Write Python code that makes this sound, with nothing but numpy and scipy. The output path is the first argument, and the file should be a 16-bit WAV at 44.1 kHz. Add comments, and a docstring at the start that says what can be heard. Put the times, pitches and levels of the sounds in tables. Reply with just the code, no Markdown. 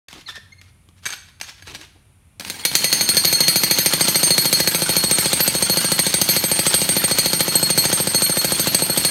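"""An electric jackhammer breaks concrete beside a pool, some way off in a quiet fenced yard.
First the loose chisel scrapes and clanks on the slab, boots scuff and the steel squeaks as it is lifted.
At 2.4 s the motor starts with two light taps, then the piston runs up to about 13.5 blows a second.
Each blow thumps the slab, cracks the surface and rings the steel until the chisel rattles back into its
seat. Chips dance on the concrete to the end, and the fences return a short echo."""
import sys
import numpy as np
from scipy import signal
from scipy.fft import rfft, irfft, next_fast_len
from scipy.io import wavfile
from scipy.ndimage import map_coordinates

SR = 44100
rng = np.random.default_rng(int(sys.argv[2]) if len(sys.argv) > 2 else 0)


def wrap_up_sound(samples):
    """Save the sound to the file named by the first command line argument, as 16-bit audio."""
    columns = np.atleast_2d(samples).T
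    # keep every value between -1 and 1, then stretch to whole-number steps
    tamed = np.clip(columns, -1, 1)
    steps = np.round(tamed * 32767).astype(np.int16)
    wavfile.write(sys.argv[1], SR, steps)


N = 401310
TIME = np.arange(N) / SR
AGE = TIME[:SR // 3]  # seconds since a single hit began


def amp(db):
    """Decibels to gain."""
    return 10 ** (np.asarray(db) / 20)


def unit(x):
    """Scale to rms 1."""
    return x / np.sqrt(np.mean(x ** 2) + 1e-20)


def curve(points, s):
    """An automation curve of (time_s, value) points, read at time s."""
    return np.interp(s, *np.transpose(points))


def along(points, hz):
    """A curve of (freq_hz, value) points, read on a log frequency axis."""
    freqs, values = np.transpose(points)
    return np.interp(np.log(hz + 1), np.log(freqs + 1), values)


def fade(t60):
    """A decay that falls 60 dB in t60 seconds."""
    return amp(-60 * AGE / t60)


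def add(track, s, sound):
    """Mix a sound into the track at time s."""
    part = track[max(round(s * SR), 0):][:len(sound)]
    part += sound[:len(part)]


def filtered(x, response):
    """EQ x with a gain given as a function of frequency."""
    size = next_fast_len(len(x) + 8192)
    return irfft(rfft(x, size) * response(np.fft.rfftfreq(size, 1 / SR)), size)[:len(x)]


def dulled(x, corner_hz):
    """Roll off the treble above the corner."""
    return filtered(x, lambda hz: 1 / np.sqrt(1 + (hz / corner_hz) ** 4))


def noise(spectrum, size):
    """Coloured noise of rms 1."""
    return unit(filtered(rng.standard_normal(size), lambda hz: amp(along(spectrum, hz))))


def wobble(rate, size):
    """A smooth random curve, rate knots a second."""
    knots = rng.standard_normal(int(size * rate / SR) + 4)
    return map_coordinates(knots, [np.arange(size) * rate / SR], order=2)


def gritty(spectrum, size, grain_db):
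    """Noise that comes in millisecond clumps, like crushed grit."""
    return unit(noise(spectrum, size) * amp(grain_db * wobble(700, size)))


def tone(hz, detune_hz):
    """One mode, pulled a little off pitch by the grip on the steel."""
    return np.sin(2 * np.pi * ((hz + detune_hz * rng.normal()) * AGE + rng.random()))


def ring(modes, detune_hz):
    """Strike modes of (pitch_hz, level_db, t60_s), each at a fresh strength."""
    scatter_db = 2.5 * rng.standard_normal(len(modes))
    return sum(amp(db + extra_db) * fade(t60) * tone(hz, detune_hz)
               for (hz, db, t60), extra_db in zip(modes, scatter_db))


# Colour of the outdoor bed: freq_hz, level_db
AIR_SPECTRUM = [(15, -45), (25, -21), (38, -11.5), (96, -10.5), (148, -16.5), (240, -25.5), (289, -30),
                (469, -36), (1450, -37.5), (1710, -42), (2360, -36.5), (5010, -48.5), (7910, -46),
                (9550, -36.5), (15500, -58)]

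def air(level_db=-53, drone_db=-55):
    """Still outdoor air with a far, wavering drone."""
    drone = noise([(60, -58), (82, -10), (90, 10), (98, -22), (130, -43), (400, -120)], N)
    return amp(level_db) * noise(AIR_SPECTRUM, N) + amp(drone_db) * drone


def chip(t60, low_hz=1300, high_hz=9000):
    """A chip of stone clicks with four short modes of its own."""
    pitches = np.exp(rng.uniform(np.log(low_hz), np.log(high_hz), size=4))
    return ring([(hz, 0, t60) for hz in pitches], detune_hz=0)


# Colour of steel on grit: freq_hz, level_db
GRIT_SPECTRUM = [(150, -10), (400, -9), (700, -5), (1300, -3), (2400, 1.5), (4000, 1.5), (6200, -5.5),
                 (8500, -9.5), (12500, -15), (16000, -26)]
# Drags of the tip: start_s, length_s, level_db
DRAG_CUES = [(0.081, 0.13, -45), (0.27, 0.033, -34), (0.34, 0.022, -38), (.6, 0.092, -58),
             (0.962, .02, -53), (1.022, 0.017, -40.5), (1.07, .02, -32), (1.11, 0.026, -28),
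             (1.27, .02, -49), (1.425, .02, -37), (1.462, 0.031, -34.5), (1.56, .04, -50),
             (1.648, 0.072, -39.5), (1.735, 0.017, -31), (1.784, 0.065, -45.5)]

def scrapes(level_db=-2.5, pebble_db=-5, pebble_count=260, attack_s=0.023, t60_s=0.093):
    """The tip grinds over loose grit and flicks pebbles aside: each drag rises, holds and dies away."""
    pressure, pebbles = np.zeros(N), np.zeros(N)
    for s, length, db in DRAG_CUES:
        release_db = -60 * np.maximum(AGE - length, 0) / t60_s
        add(pressure, s, np.minimum(AGE / attack_s, 1) * amp(db + release_db))
    for s in rng.uniform(DRAG_CUES[0][0], DRAG_CUES[-1][0] + t60_s, pebble_count):
        add(pebbles, s, amp(pebble_db) * pressure[int(s * SR)] * chip(0.034, low_hz=872, high_hz=7060))
    return amp(level_db) * pressure * gritty(GRIT_SPECTRUM, N, grain_db=3.5) + pebbles


# Resonances of the slab and the tool's body: pitch_hz
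SLAB_PITCHES = [56, 125, 171, 347, 548, 862, 1500]
# Shape of each of those resonances: width_hz, level_db
SLAB_PEAKS = [(16.6, -1.5), (60.3, 1.5), (68.6, 4.5), (107, -1.5), (96, -1), (89, -7.5), (460, -16.5)]

def thud(spread=0.0084, low_cut_hz=80, lag_hz=160, lag_width_hz=330):
    """A push through the slab's resonances; deep bass does not radiate."""
    modes = [(hz * (1 + spread * rng.normal()), *peak) for hz, peak in zip(SLAB_PITCHES, SLAB_PEAKS)]

    def response(f):
        body = sum((-1) ** k * amp(db) * 1j * f * width / (hz * hz - f * f + 1j * f * width)
                   for k, (hz, width, db) in enumerate(modes))
        # low bending waves travel slowest, so each thud falls in pitch
        lag = np.exp(-2j * np.angle(lag_hz ** 2 - f * f + 1j * f * lag_width_hz))
        return body * lag * 1j * f / (low_cut_hz + 1j * f)

    push = filtered(signal.unit_impulse(len(AGE)), response)
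    return push / np.sqrt(np.sum(push ** 2) / (.014 * SR))  # the energy of 14 ms at rms 1


# Ring of the chisel hanging loose: pitch_hz, level_db, t60_s
LOOSE_MODES = [(1340, -18, 0.11), (1670, 3.5, 0.03), (1894, -6, 0.04), (2290, -3.5, 0.058),
               (3200, -11, 0.044), (4580, -4.5, 0.065), (5900, -11, .04), (6380, 3, 0.035),
               (8030, -25, 0.089), (8200, -7, 0.12), (10130, -15, 0.1), (12660, -19, 0.19),
               (14500, -25, .2)]
# Knocks on the concrete: start_s, level_db, thump_offset_db, ring_offset_db
CLANK_CUES = [(0.084, -25.5, -21, -22), (0.128, -25.5, -11, -26), (0.377, -37, -1.5, -18),
              (0.614, -30, -30, -25), (0.888, -38.5, -5, -30), (1.055, -15, -20, -9), (1.062, -9, -27, -15),
              (1.068, -12, -35, -13), (1.104, -21, -30, -10), (1.124, -28, -17, -1), (1.4, -25, -28.5, -24),
              (1.412, -14, -25, -17), (1.43, -28, -17, -10), (1.623, -29, -15, -12),
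              (1.672, -31.5, -5, -12), (1.748, -18.5, -21, -19), (1.812, -23, -29, -21),
              (2.407, -17.5, -15, -20), (2.421, -28, -8, -20), (2.448, -18, -30, -19),
              (2.714, -10, -20, -25)]

def clanks(crunch_db=-5, thump_db=-9, crunch_t60_s=0.023, attack_s=0.00066):
    """The loose chisel is set down and hops on the concrete."""
    out = np.zeros(N)
    for s, db, thump_offset_db, ring_offset_db in CLANK_CUES:
        steel = amp(ring_offset_db) * ring(LOOSE_MODES, detune_hz=25.2)
        crunch = amp(crunch_db) * fade(crunch_t60_s) * gritty(GRIT_SPECTRUM, len(AGE), grain_db=3)
        thump = amp(thump_db + thump_offset_db) * thud(spread=0.32)
        add(out, s, amp(db) * (steel + crunch + thump) * (1 - np.exp(-AGE / attack_s)))
    return out


# Colour of a dull low thump: freq_hz, level_db
THUMP_SPECTRUM = [(80, 6), (200, -4), (330, 8), (500, -9), (900, -6), (3000, -60)]
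# Dull low thumps: start_s, length_s, level_db
THUMP_CUES = [(0.129, 0.084, -46.5), (1.673, 0.079, -44), (1.733, 0.13, -50), (1.947, 0.033, -53),
              (2.407, 0.012, -41)]

def low_thumps():
    """Dull low thumps: boot scuffs, then the thud of the first light tap at 2.4 s."""
    out = np.zeros(N)
    for s, length, db in THUMP_CUES:
        size = int(length * SR)
        add(out, s, amp(db) * np.hanning(size) ** .5 * gritty(THUMP_SPECTRUM, size, grain_db=3.5))
    return out


# Dry steel squeaks: start_s, length_s, start_hz, end_hz, level_db, second_harmonic_db, roughness (0-1)
SQUEAK_CUES = [(0.259, 0.029, 2180, 1850, -48, 11, 0.4), (0.28, 0.03, 1847, 1740, -39, 4, 0.8),
               (0.336, 0.052, 1820, 1795, -39.5, -7, 0.98), (0.519, 0.02, 2100, 2170, -43, -8, 0),
               (0.58, 0.024, 2150, 2140, -53, 0, 0.2)]

def squeaks(level_db=4, third_db=-11, flutter=0.043):
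    """Steel sticks and slips as the tool is lifted."""
    out = np.zeros(N)
    for s, length, start_hz, end_hz, db, second_db, rough in SQUEAK_CUES:
        size = int(length * SR)
        pitch = np.linspace(start_hz, end_hz, size) * (1 + flutter * rough * wobble(910, size))
        phase = 2 * np.pi * np.cumsum(pitch) / SR
        wave = np.sin(phase) + amp(second_db) * np.sin(2 * phase) + amp(third_db) * np.sin(3 * phase)
        envelope = amp(db + level_db + 3.1 * rough * wobble(295, size)) * np.hanning(size) ** .5
        add(out, s, envelope * wave)
    return out


# Light taps before the piston catches: start_s, thud_db, crack_db, ring_db
FIRST_TAPS = [(2.397, -40.5, -24.5, -36), (2.499, -37.5, -19, -24)]
# The piston runs up, holds and stumbles once: time_s, blows_per_s
PISTON_RATE = [(2.651, 9.051), (2.8, 11.253), (3.0, 12.434), (4.0, 13.577), (4.3, 13.365), (4.7, 13.769),
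               (5.8, 13.593), (6.7, 13.193), (7.1, 13.707), (7.8, 13.363), (7.9, 12.914), (8.0, 14.481),
               (8.1, 13.409), (9.1, 13.179)]
# How sharply the surface cracks: time_s, level_db
CRACK_LEVEL = [(2.65, -3), (2.85, -6), (3.05, -10), (3.8, -8.5), (4.45, -11), (6.4, -11.5), (7.05, -13.5),
               (7.4, -9.5), (7.55, -22), (7.78, -10), (7.93, -17), (8.15, -15), (8.75, -11.5), (8.88, -40),
               (8.97, -13.5)]

def blows(full_db=-21, loose_tip_db=-10.5, bite_s=0.62):
    """The taps, then one blow per piston cycle: rows of start_s, thud_db, crack_db, ring_db, stroke_s."""
    running = TIME[TIME >= PISTON_RATE[0][0]]
    cycles = np.cumsum(curve(PISTON_RATE, running)) / SR
    s = np.interp(np.arange(cycles[-1]), cycles, running)
    thud_db = full_db + loose_tip_db * np.exp(-(s - s[0]) / bite_s)  # grows as the tip bites in
    driven = np.column_stack([s, thud_db, curve(CRACK_LEVEL, s), np.zeros(len(s))])
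    hits = np.vstack([FIRST_TAPS, driven])
    hits = np.column_stack([hits, 1 / curve(PISTON_RATE, hits[:, 0])])
    return hits + rng.standard_normal(hits.shape) * [.0003, 0.5, 1.3, 0, 0]  # no two land quite alike


def fence(x, echo_db, delay_s=.0057):
    """The fence just behind the worker doubles each knock."""
    return x + amp(echo_db) * np.pad(x, (round(delay_s * SR), 0))[:N]


# Colour of cracking concrete: freq_hz, level_db
CRACK_SPECTRUM = [(80, -14), (200, -16), (500, -3), (1100, -9), (1600, 0), (2400, 4), (3100, -2.5),
                  (4300, 10.5), (5300, -2.5), (6400, 5.5), (7500, -9.5), (8600, 5.5), (9600, -4),
                  (13000, -2.5), (16000, -9.5)]
# Colour of the chisel's click in its holder: freq_hz, level_db
CLICK_SPECTRUM = [(200, -49), (800, 13), (1400, 15), (2200, 0), (3200, 18.5), (4400, 6.5), (5400, 8.5),
                  (6500, 12.5), (7600, 9), (8500, -25), (9600, -24), (13000, -13), (16000, -20)]
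# Bounces after each blow: stroke_fraction, click_db, knock_db
BOUNCES = [(.585, -9, -15), (.86, -3.5, -23)]

def hammer(hits, crack_trim_db=-2, crack_t60_s=0.047, attack_s=0.00017, rattle_db=0.5):
    """Each blow thumps the slab and cracks its surface; the chisel then bounces twice in its holder."""
    thumps, cracks = np.zeros(N), np.zeros(N)
    decay = fade(crack_t60_s) + amp(1) * fade(0.003) + amp(-37.5) * fade(0.16)  # body, snap, tail
    burst = decay * (1 - np.exp(-AGE / attack_s))
    for s, thud_db, crack_db, _, stroke in hits:
        corner_hz = 115000 * amp(0.77 * crack_db)  # weak blows sound dull
        crack = burst * dulled(gritty(CRACK_SPECTRUM, len(AGE), grain_db=3), corner_hz)
        add(cracks, s, amp(crack_db + crack_trim_db) * crack)
        add(thumps, s, amp(thud_db) * thud())
        for fraction, click_db, knock_db in BOUNCES:
            bounce_s = s + stroke * (fraction + .012 * rng.normal())
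            click = fade(0.098) * dulled(gritty(CLICK_SPECTRUM, len(AGE), grain_db=1.5), corner_hz)
            # the harder the slab is driven, the harder the chisel bounces
            bounce_db = thud_db + rattle_db + 4.2 * np.clip(rng.normal(), -2, 1.2)
            add(cracks, bounce_s, amp(bounce_db + click_db) * click)
            add(thumps, bounce_s, amp(thud_db + knock_db) * thud(spread=0.14))
    return fence(thumps, echo_db=-13) + fence(cracks, echo_db=-16)


# The chisel's strong modes, main ring first: pitch_hz
CHISEL_PITCHES = [4314, 6357, 8200, 8687, 12701]
# Voicing of each: level_db, t60_s, sunk_change_db, lean_share, scatter_db
CHISEL_VOICING = [(-21, 0.62, -2.5, 1, 2), (-23.5, 0.28, -5, 0.21, 2.5), (-30, 0.12, 7.5, -0.15, 3),
                  (-23.5, 0.32, 1, -0.04, 3), (-31.5, 1, 1.5, 0.16, 4.5)]
# Weaker modes of chisel and holder: pitch_hz
HOLDER_PITCHES = [2005, 2260, 3233, 4693, 6480, 10187, 11620, 12305, 13520, 14494]
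# Voicing of each: level_db, t60_s
HOLDER_VOICING = [(-22.5, 0.21), (-12, 0.051), (-19.5, 0.16), (-10, 0.12), (-9.5, 0.033), (-12, 0.16),
                  (-18.5, 0.077), (-11, 0.072), (-10, .06), (-17.5, 0.12)]
# The main ring rides up and down as the worker leans on the tool and eases off: time_s, level_db
LEAN_LEVEL = [(2.65, -1.5), (2.85, 4), (3.05, 2), (3.25, 6.5), (3.65, -1), (4.22, -3.5), (4.3, 4),
              (4.62, -1.5), (4.8, -11), (4.95, 6), (5.3, -4.5), (5.7, 4.5), (6.21, -15), (6.29, 5.5),
              (6.44, -9), (7.04, -4), (7.14, 4), (7.85, 1.5), (8.06, -6), (8.15, 3.5), (9.05, 1)]
# Off-centre blows make one high mode sing out: time_s, pitch_hz, boost_db
PING_CUES = [(4.23, 8687, 8), (4.38, 8200, 7), (5.11, 8687, 8.5), (5.4, 12701, 12), (5.85, 8687, 5.5),
             (5.99, 8687, 3.5), (6.52, 8687, 7), (6.89, 8687, 5.5), (7.04, 8687, 4.5), (7.55, 8200, 8),
             (7.63, 8200, 9), (7.93, 8687, 6), (8.75, 8200, 6.5)]

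def chisel(hits, ring_db=3, holder_db=-1, damped_db=-5, rebound_db=-12, attack_s=0.0012):
    """Each blow rings the steel anew; a mode that rings strongly also rings longer, up to a limit."""
    out = np.zeros(N)
    mode_db, mode_t60, sunk_db, lean_share, scatter_db = np.transpose(CHISEL_VOICING)
    holder_modes = [(hz, db, t60) for hz, (db, t60) in zip(HOLDER_PITCHES, HOLDER_VOICING)]
    chances = rng.standard_normal((len(hits), len(CHISEL_PITCHES)))
    for (s, _, crack_db, struck_db, stroke), chance in zip(hits, chances):
        accent_db = scatter_db * np.clip(chance, -1.4, 1.4)
        for ping_s, hz, boost_db in PING_CUES:
            if abs(ping_s - s) < stroke / 2:
                accent_db[np.argmin(np.abs(np.array(CHISEL_PITCHES) - hz))] = boost_db
        # holder and high modes ring less until the chisel is pressed home
        unseated_db = np.interp(s, [2.6, 2.9], [-9, 0])
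        sunk = np.interp(s, [2.6, 5.4], [0, 1])  # the tip sinks into the slab
        pressed_db = (1 - lean_share) * unseated_db + lean_share * curve(LEAN_LEVEL, s)
        drive_db = struck_db + pressed_db + sunk_db * sunk + accent_db
        ring_t60 = mode_t60 * amp(0.8 * np.minimum(drive_db, 4.5))
        steel = sum(amp(db + 2 * wobble(74, len(AGE))) * fade(t60) * tone(hz, detune_hz=8.1)
                    for hz, db, t60 in zip(CHISEL_PITCHES, mode_db + drive_db, ring_t60))
        holder = amp(holder_db + crack_db + unseated_db) * ring(holder_modes, detune_hz=12)
        # the first bounce damps the steel, the next blow stops it; it chatters against the holder
        grip_db = np.interp(AGE / stroke, [.5, .65, .92, 1.3], [0, damped_db, damped_db, -50])
        chatter_db = 2 * wobble(107, len(AGE))
        envelope = (1 - np.exp(-AGE / attack_s)) * amp(grip_db + chatter_db)
        add(out, s, (amp(ring_db) * steel + holder) * envelope)
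        # dropping back into its seat, the chisel pings once more on its main mode
        rebound = ring([(CHISEL_PITCHES[0], 0, 0.2)], detune_hz=3.1)
        add(out, s + BOUNCES[-1][0] * stroke, amp(rebound_db + crack_db) * rebound)
    return out


# Colour of the motor's whir: freq_hz, level_db
WHIR_SPECTRUM = [(25, -33), (55, -30), (85, -6.5), (170, -3), (300, -3), (450, -10), (740, -12.5),
                 (880, -8), (1150, -15), (2200, -7), (3600, -11.5), (4400, -3), (5200, -11.5),
                 (6400, -13.5), (7600, -25), (8500, -5), (9500, -12), (12700, -17.5), (16000, -19)]
# Fader for the running motor and the rubble it shakes: time_s, level_db
RUN_LEVEL = [(2.4, -45.5), (2.57, -44.5), (2.83, -35), (3.6, -34), (4.3, -34.5), (9.1, -35)]

def motor(hits, level_db=5, swell_db=2, attack_s=0.046):
    """Motor, fan and grinding dust whir roughly, swelling as the piston compresses before each blow."""
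    fade_in = np.clip((TIME - RUN_LEVEL[0][0]) / attack_s, 0, 1)
    cycle = np.interp(TIME, hits[:, 0], np.arange(len(hits)))
    load_db = swell_db * np.cos(2 * np.pi * (cycle + 0.25))
    whir = gritty(WHIR_SPECTRUM, N, grain_db=3)
    flutter_db = 3.2 * wobble(60, N)
    return fade_in * amp(level_db + curve(RUN_LEVEL, TIME) + load_db + flutter_db) * whir


def rubble(scatter_db=4, chip_t60_s=0.073, count=380):
    """Loose chips dance on the shaking slab and click against each other."""
    out = np.zeros(N)
    for s in rng.uniform(RUN_LEVEL[0][0], RUN_LEVEL[-1][0], count):
        chip_db = curve(RUN_LEVEL, s) + scatter_db * np.clip(rng.normal(), -2, 2)
        add(out, s, amp(chip_db) * chip(chip_t60_s))
    return out


def spin_up(start_s=2.45, length_s=0.34, level_db=-44):
    """The gears growl briefly while the motor gathers speed."""
    out, size = np.zeros(N), int(length_s * SR)
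    growl = noise([(500, -35), (780, 0), (900, 3), (1200, -18), (1900, -2), (2300, -2),
                   (3000, -29), (9000, -70)], size)
    add(out, start_s, amp(level_db) * np.hanning(size) * growl)
    return out


# Decay of the yard's echo: freq_hz, t60_s
ECHO_DECAY = [(100, 0.45), (500, 0.82), (3000, 0.64), (8000, 0.46), (15000, 0.41)]
# EQ on the echo return: freq_hz, gain_db
ECHO_EQ = [(100, 3), (500, -5), (1500, 0.5), (15000, 5.5)]

def yard(x, wet_db=-12, predelay_s=.006):
    """Fences and walls scatter a short, diffuse echo, its tail drawn afresh every quarter second."""
    out, block = np.zeros(N), SR // 4
    for start in range(0, N, block):
        hz, t, bands = signal.stft(rng.standard_normal(SR // 2), SR, nperseg=256)
        tail = signal.istft(bands * amp(-60 * t / along(ECHO_DECAY, hz)[:, None]), SR, nperseg=256)[1]
        echo = signal.fftconvolve(x[start:start + block], tail / np.linalg.norm(tail))
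        add(out, start / SR + predelay_s, echo)
    return amp(wet_db) * filtered(out, lambda hz: amp(along(ECHO_EQ, hz)))


def scene():
    """The work, its echo and the open air, in mono."""
    hits = blows()
    breaking = hammer(hits) + chisel(hits) + motor(hits) + spin_up() + rubble()
    handling = clanks() + scrapes() + squeaks() + low_thumps()
    work = handling + breaking
    return (work + yard(work) + air())[None]


def record(dry, low_cut_hz=42, silent_s=.083, ceiling=.92, high_cut_hz=15850):
    """Master chain: cut the deepest bass, mute the first instant, round off the peaks, cut the top."""
    x = filtered(dry[0], lambda hz: hz ** 4 / (hz ** 4 + low_cut_hz ** 4))
    x = x * (TIME > silent_s)
    x = x / (1 + np.abs(x / ceiling) ** 4) ** (1 / 4)
    return filtered(x, lambda hz: 1 / (1 + (hz / high_cut_hz) ** 150))[None]


dry = scene()
out = record(dry)
wrap_up_sound(out)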